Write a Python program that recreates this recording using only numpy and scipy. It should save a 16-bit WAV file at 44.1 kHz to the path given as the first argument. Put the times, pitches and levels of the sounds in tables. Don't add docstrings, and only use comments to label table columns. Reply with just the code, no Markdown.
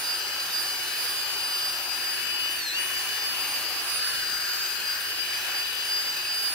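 import sys
import numpy as np
from scipy import signal
from scipy.fft import rfft, irfft
from scipy.io import wavfile
from scipy.ndimage import uniform_filter1d

SR = 44100
rng = np.random.default_rng(int(sys.argv[2]) if len(sys.argv) > 2 else 0)


def store_pcm(level_fs):
    pcm = np.round(np.clip(level_fs, -1, 1) * 32767).astype(np.int16)
    wavfile.write(sys.argv[1], SR, np.atleast_2d(pcm).T)


N = 288414
TIME = np.arange(N) / SR
FFT_SIZE, OVERLAP = 1024, 768
BINS_HZ = np.fft.rfftfreq(FFT_SIZE, 1 / SR)[:, None]
SPINDLE_RATIO = .075


def amp(db):
    return 10 ** (np.asarray(db) / 20)


def evened(x):
    return x / np.sqrt(np.mean(abs(x) ** 2) + 1e-20)


def curves(rows, t=TIME):
    seconds, *columns = np.transpose(rows)
    return [np.interp(t, seconds, column) for column in columns]


def read(points):
    hz, value = np.transpose(points)
    return np.interp(np.log(BINS_HZ + 1), np.log(hz + 1), value)


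def frame_centres():
    return signal.stft(TIME, SR, nperseg=FFT_SIZE, noverlap=OVERLAP)[1]


def wander(rate_hz):
    size, slow_rate = 2 ** 14, 2000
    hz = np.fft.rfftfreq(size, 1 / slow_rate)
    spectrum = rfft(rng.standard_normal(size)) / (1 + (hz / rate_hz) ** 4)
    return np.interp(TIME, np.arange(size) / slow_rate, evened(irfft(spectrum)))


def patches(shape, frames, bins):
    field = rng.standard_normal(shape)
    for axis, size in ((1, frames), (0, bins)):
        window = np.expand_dims(np.hanning(size), 1 - axis)
        field = signal.fftconvolve(field, window, "same")
    return evened(field)


def resonance(hz, width_hz):
    return 1 / (1 + ((BINS_HZ - hz) / width_hz) ** 2)


# (frequency [Hz], likeness [-1..1])
LIKENESS = [(40, 0.14), (300, 0.9), (700, 0.72), (1700, 0.5), (2600, 0.6), (3500, 0.3), (4200, 0.23),
            (6000, 0.26), (8000, 0.02)]
# (frequency [Hz], phase by which left leads [rad])
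LEAD = [(100, 0), (450, -0.3), (750, -0.65), (1300, 0), (1900, -0.5), (2400, 0.72), (3000, 1.4),
        (3800, 0.5), (5600, 0), (6400, 3.5)]
# (frequency [Hz], left minus right [dB])
BALANCE = [(550, 0), (800, 4.5), (2050, 5.5), (2600, 3.5), (3300, 0), (5600, -0.5), (7300, 2.5), (8700, 0),
           (10500, 2.5)]


def coloured(pair, gain, ripple_db=0.):
    a, b = signal.stft(pair, nperseg=FFT_SIZE, noverlap=OVERLAP)[2]
    reflections = patches(a.shape, frames=70, bins=5)
    gain = gain * amp(ripple_db * reflections)
    same = np.clip(read(LIKENESS), -1, 1)
    right = (same * a + np.sqrt(1 - same ** 2) * b) * np.exp(-1j * read(LEAD))
    tilt = amp(read(BALANCE) / 2)
    ports = np.array([a * tilt, right / tilt]) * gain / np.sqrt(tilt ** 2 + tilt ** -2)
    sound = signal.istft(ports, nperseg=FFT_SIZE, noverlap=OVERLAP)[1]
    return evened(sound[:, :N])


def tone(phase, scatter, lag=0., pan_db=0., drift_hz=5.):
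    echoes = np.array([wander(drift_hz) + 1j * wander(drift_hz) for ear in range(2)]) / np.sqrt(2)
    direct = np.array([[1], [np.exp(-1j * lag)]])
    paths = evened(direct + scatter * echoes)
    pan = amp([[pan_db / 2], [-pan_db / 2]])
    return np.sqrt(2) * (paths * np.exp(1j * phase)).real * pan


# (time at the bottom [s], motor slowdown there [turns/s])
PLUNGES = [(-.2, 1.24), (.32, 1.97), (.8, 2.0), (1.3, 1.47), (1.84, 1.25), (2.35, 1.7), (2.85, 0.5),
           (3.32, 0), (3.71, -0.5), (4.27, 1.9), (4.78, 2), (5.2, 2.0), (5.72, 1.8), (6.21, 2), (6.72, 1)]


def plunge():
    strokes = np.interp(TIME, np.transpose(PLUNGES)[0], np.arange(len(PLUNGES)))
    return .5 + .5 * np.cos(2 * np.pi * strokes)


FREE_HZ = 372.0
BITE_AT_S, BITE_S, RECOVER_S = 2.546, .165, .045
BITE_SAG_HZ = 67


def sag(depth):
    drag, = curves(PLUNGES)
    since = TIME - BITE_AT_S
    grip = np.clip(since / BITE_S, 0, 1)
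    release = np.exp(-np.maximum(since - BITE_S, 0) / RECOVER_S)
    bite = uniform_filter1d(BITE_SAG_HZ * grip * release, size=1300)
    return drag * (.15 + .85 * depth) + bite + .27 * wander(22)


# (time [s], left level [dB], right level [dB], left-right likeness [clipped to -1..1])
WHISTLE = [(0.0, -53.5, -31, 0.01), (0.05, -31.5, -26, 0.93), (0.35, -35.5, -41, 0.24),
           (0.4, -33.1, -28.2, 0.95), (0.51, -42.9, -36.5, 0.11), (0.56, -33, -25.5, 0.58),
           (0.79, -34.5, -36, 0.55), (1.06, -39, -30.9, 0.51), (1.12, -32.5, -28, 0.59),
           (1.34, -31, -34, -1.4), (1.39, -32.5, -32.5, 0.56), (1.65, -31.3, -27.5, 0.7),
           (1.88, -34, -42, -0.51), (1.93, -30, -32, 0.64), (2.41, -31.5, -37.1, -0.3),
           (2.47, -30, -34.4, 0.73), (2.57, -43.0, -33, 0.52), (2.69, -32.5, -32, 0.95),
           (2.79, -38, -31, -0.44), (2.84, -41.2, -38.5, -0.3), (2.99, -36, -28.5, 0.5),
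           (3.05, -52, -35.2, -0.36), (3.21, -31, -31, 0.68), (3.28, -30.7, -30, -1.14),
           (3.49, -33, -36, 0.29), (3.54, -38.5, -33, 0.07), (3.68, -30, -38, -0.45),
           (3.79, -41.6, -27.8, -0.31), (3.96, -43, -32.5, -0.56), (4.03, -27.5, -27, -0.98),
           (4.15, -37, -29.5, -0.73), (4.26, -31, -33.5, 0.84), (4.6, -32, -29.5, -0.85),
           (4.67, -32.5, -30, 0.86), (4.82, -34, -51, -0.33), (4.87, -25.5, -31.9, 0.81),
           (5.04, -36, -35, 0.98), (5.15, -38.5, -31.4, -0.38), (5.21, -29, -37.6, -0.39),
           (5.36, -37, -29.5, 0.84), (5.44, -49, -39.5, 0.2), (5.6, -29.5, -27, 0.48),
           (5.7, -35.6, -43, 0.81), (5.88, -32.2, -29.8, 0.95), (5.93, -28.5, -29, -0.61),
           (6.23, -32.7, -32, 0.85), (6.34, -32, -26.5, 0.029), (6.54, -35.3, -28.5, -1.2)]
# (time [s], second harmonic level [dB], third harmonic level [dB])
OVERTONES = [(0.0, -39, -42), (0.33, -44.5, -47), (0.66, -43.5, -39.2), (0.75, -40.5, -44),
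             (0.99, -41.5, -39), (1.66, -42.5, -42.5), (2.73, -41.5, -46), (2.81, -35, -38.4),
             (3.15, -47.5, -48.5), (3.39, -39.5, -40), (3.73, -44, -44), (3.97, -37, -49.0),
             (4.47, -46.2, -42), (5.13, -44, -45), (5.22, -45, -52.1), (5.55, -46, -44), (5.88, -44, -50.7),
             (6.04, -48, -45), (6.21, -44.9, -45), (6.54, -39.5, -48.5)]
BLADES = 13
HIDDEN_DB = 3


def fan(angle, depth, shade_db):
    left_db, right_db, likeness = curves(WHISTLE)
    second_db, third_db = curves(OVERTONES)
    spindle = SPINDLE_RATIO * angle
    blade = BLADES * angle + .07 * np.sin(spindle) + .04 * wander(70)
    apart = np.arccos(np.clip(likeness, -1, 1)) / 2 + 0.16 * wander(9)
    left = amp(left_db) * np.cos(blade + apart)
    right = amp(right_db - HIDDEN_DB * depth) * np.cos(blade - apart)
    shake = np.array([
        1 + 0.063 * np.sin(spindle + ear) + 0.03 * np.sin(2 * spindle) + 0.24 * wander(15)
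        for ear in range(2)])
    whistle = np.sqrt(2) * np.array([left, right]) * shake
    second = tone(2 * blade, scatter=0.49, lag=1.54, pan_db=.5, drift_hz=15.4)
    third = tone(3 * blade, scatter=0.4, lag=1.6, pan_db=2.0, drift_hz=22)
    second_gain = amp(second_db + shade_db + 0.4)
    third_gain = amp(third_db + 1.8 * shade_db - 0.5)
    return whistle + second_gain * second + third_gain * third


# (time [s], level [dB])
MAGNET = [(0, -49.5), (.35, -36), (.58, -45.5), (.83, -35.5), (1.05, -42), (1.35, -38), (2.07, -41.5),
          (2.4, -29.5), (2.6, -38.5), (2.69, -49), (2.77, -27), (2.86, -35), (3.15, -36), (3.31, -37),
          (3.5, -41.5), (3.75, -42), (4.18, -37), (4.39, -44), (4.85, -45), (5.1, -39.5), (5.55, -36.5),
          (5.71, -36), (6.54, -42.5)]
GEAR_ORDERS = [.25, .294, .324, 1, 11, 11.25, 11.5, 12.25, 16]
GEAR_DB = [-68, -76.5, -70.5, -60.5, -57, -53.5, -48.5, -84, -52.5]
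MAGNET_ORDER = 8


def drive(angle, speed):
    magnet_db, = curves(MAGNET)
    whine = tone(MAGNET_ORDER * angle, scatter=0.26, lag=-2.3, pan_db=4.5, drift_hz=8.2)
    magnet = amp(magnet_db - 0.4) * whine
    gears = 0
    for order, db in zip(GEAR_ORDERS, GEAR_DB):
        play = 0.018 * wander(28)
        gear = tone(order * (angle + play), scatter=.5 + 0.12 * order, drift_hz=6.7)
        gears = gears + amp(db) * gear
    return magnet + gears * (speed / speed.max()) ** 3


# (frequency [Hz], relative density [dB per Hz])
DRONE = [(30, -18), (150, -10), (350, 1), (550, 1.5), (1200, -19)]


def housing():
    return amp(-52) * coloured(rng.standard_normal((2, N)), amp(read(DRONE)), ripple_db=2.5)


def bristles(angle, per_s, spread_db, throb_db, grab_db):
    gear_a, gear_b = GEAR_ORDERS[0] * angle, GEAR_ORDERS[1] * angle
    beats = np.sin(SPINDLE_RATIO * angle) + 0.39 * np.sin(gear_a) + 1.0 * np.sin(gear_b)
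    planets = np.sin(3 * gear_a)
    force = amp(throb_db * (beats + planets) + grab_db * wander(180))
    size = amp(spread_db * np.minimum(rng.exponential(1, (2, N)), 3))
    sign = rng.choice([-1, 1], (2, N))
    flicked = rng.random((2, N)) < per_s / SR
    return force * size * sign * flicked


# (time [s], rasp level [dB], bore ring level [dB], wall ring level [dB])
SCRUB = [(0.0, -42.7, -38.6, -38.3), (1.16, -42.5, -37.4, -38.5), (1.32, -43, -40, -35.5),
         (1.66, -41.5, -41.5, -39), (2.15, -43.6, -36, -36.5), (2.4, -44.5, -39, -35),
         (2.73, -47.5, -36, -39.5), (2.81, -43.5, -33, -34.5), (3.06, -42.7, -36.5, -35.5),
         (3.31, -43.5, -35, -39), (3.39, -40, -40.5, -34), (3.97, -40, -39, -36.5), (4.06, -45.5, -33, -40),
         (4.47, -47, -33.5, -38.5), (4.88, -45.5, -35, -37), (4.97, -46.5, -34, -40),
         (5.22, -46, -36.5, -36), (5.55, -43.0, -35.4, -34.5), (5.63, -45.5, -37, -35.5),
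         (6.54, -44.5, -38.5, -37.5)]
# (time [s], level [dB], tilt above 10 kHz against below [dB])
SIZZLE = [(0.0, -33, -7.5), (0.91, -32.5, -6.0), (1.32, -32.5, -8.5), (1.9, -33.5, -6), (1.99, -33.7, -5.5),
          (2.65, -34, -6), (2.73, -34, -8), (2.9, -33, -5.4), (4.06, -32, -6.5), (4.72, -32.5, -5.5),
          (4.88, -32.5, -7.5), (5.05, -35.2, -4), (5.22, -33.5, -5.5), (6.54, -33.8, -5.1)]
# (time [s], frequency [Hz])
BORE = [(0, 1640), (1.5, 1630), (2.1, 1690), (3.0, 1730), (3.6, 1670), (4.55, 1570), (5.35, 1690),
        (6.54, 1650)]
# (frequency [Hz], relative density [dB per Hz])
RASP = [(250, -18.5), (620, -6.5), (800, 0.5), (1100, -1), (1350, 2), (2000, -6), (3400, -14.5),
        (6000, -32)]
# (frequency [Hz], relative density [dB per Hz])
HISS = [(500, -18), (2200, -1), (3100, 2), (3550, 2.5), (4250, 5), (5200, 2.5), (6200, 1.5), (7300, -2),
        (8500, -3.5), (9300, -3), (10100, -8.5), (11200, -4.5), (13000, 2), (14300, -3.5)]
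BORE_DIP_DB, HISS_DIP_DB = 1.5, 0.4


def brush(angle, depth):
    rasp_db, bore_db, wall_db = curves(SCRUB)
    hiss_db, _ = curves(SIZZLE)
    sunk = depth - .5
    frame_times = frame_centres()
    bore_hz, = curves(BORE, frame_times)
    _, bright_db = curves(SIZZLE, frame_times)

    def flicks():
        return bristles(angle, per_s=10000, spread_db=2.5, throb_db=-0.14, grab_db=.5)

    rasp = amp(rasp_db + 1) * coloured(flicks(), amp(read(RASP)), ripple_db=1.97)
    bore_gain = amp(bore_db - BORE_DIP_DB * sunk - 3.0)
    bore = bore_gain * coloured(flicks(), resonance(bore_hz, width_hz=234))
    wall_modes = resonance(2505, width_hz=230) + resonance(2840, width_hz=340)
    wall = amp(wall_db - 2.2) * coloured(flicks(), wall_modes, ripple_db=2.0)
    wobble_db = np.interp(frame_times, TIME, 0.51 * wander(6))
    top = .5 + np.tanh((BINS_HZ - 10000) / 1000) / 2
    hiss_colour = amp(read(HISS) + (bright_db + wobble_db + 5.9) * top)
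    fine = bristles(angle, per_s=14000, spread_db=2.0, throb_db=0.17, grab_db=1.03)
    hiss_gain = amp(hiss_db - HISS_DIP_DB * sunk - .5)
    hiss = hiss_gain * coloured(fine, hiss_colour, ripple_db=2.5)
    return rasp + bore + wall + hiss


# (frequency [Hz], relative density [dB per Hz])
RUMBLE = [(10, -13), (45, -7), (90, 0), (200, -10.5), (500, -18.5)]
# (time of peak [s], time to fall to 1/e [s], level added at peak [dB])
SHIFTS = [(2.33, .1, -60), (2.95, .07, -59), (4.18, .09, -49), (4.32, 0.11, -53), (6.35, .15, -63)]
GRIP_DB = -67.5


def handling():
    swells = sum(amp(db) * np.exp(-((TIME - peak) / half) ** 2) for peak, half, db in SHIFTS)
    rumble = coloured(rng.standard_normal((2, N)), amp(read(RUMBLE)))
    return (amp(GRIP_DB) + swells) * rumble


SINK_DB, FADE_DB_PER_HZ = 2.5, 0.1


def scene():
    depth = plunge()
    lost_hz = sag(depth)
    speed = FREE_HZ - lost_hz
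    angle = 2 * np.pi * np.cumsum(speed) / SR
    shade_db = -SINK_DB * (depth - .5) - FADE_DB_PER_HZ * lost_hz
    machine = fan(angle, depth, shade_db) + drive(angle, speed) + housing()
    return machine + brush(angle, depth) + handling()


def record(dry):
    lowpass = signal.firwin(701, 15750, window=("kaiser", 9), fs=SR)
    return signal.oaconvolve(dry, lowpass[None], "same")


dry = scene()
out = record(dry)
store_pcm(out)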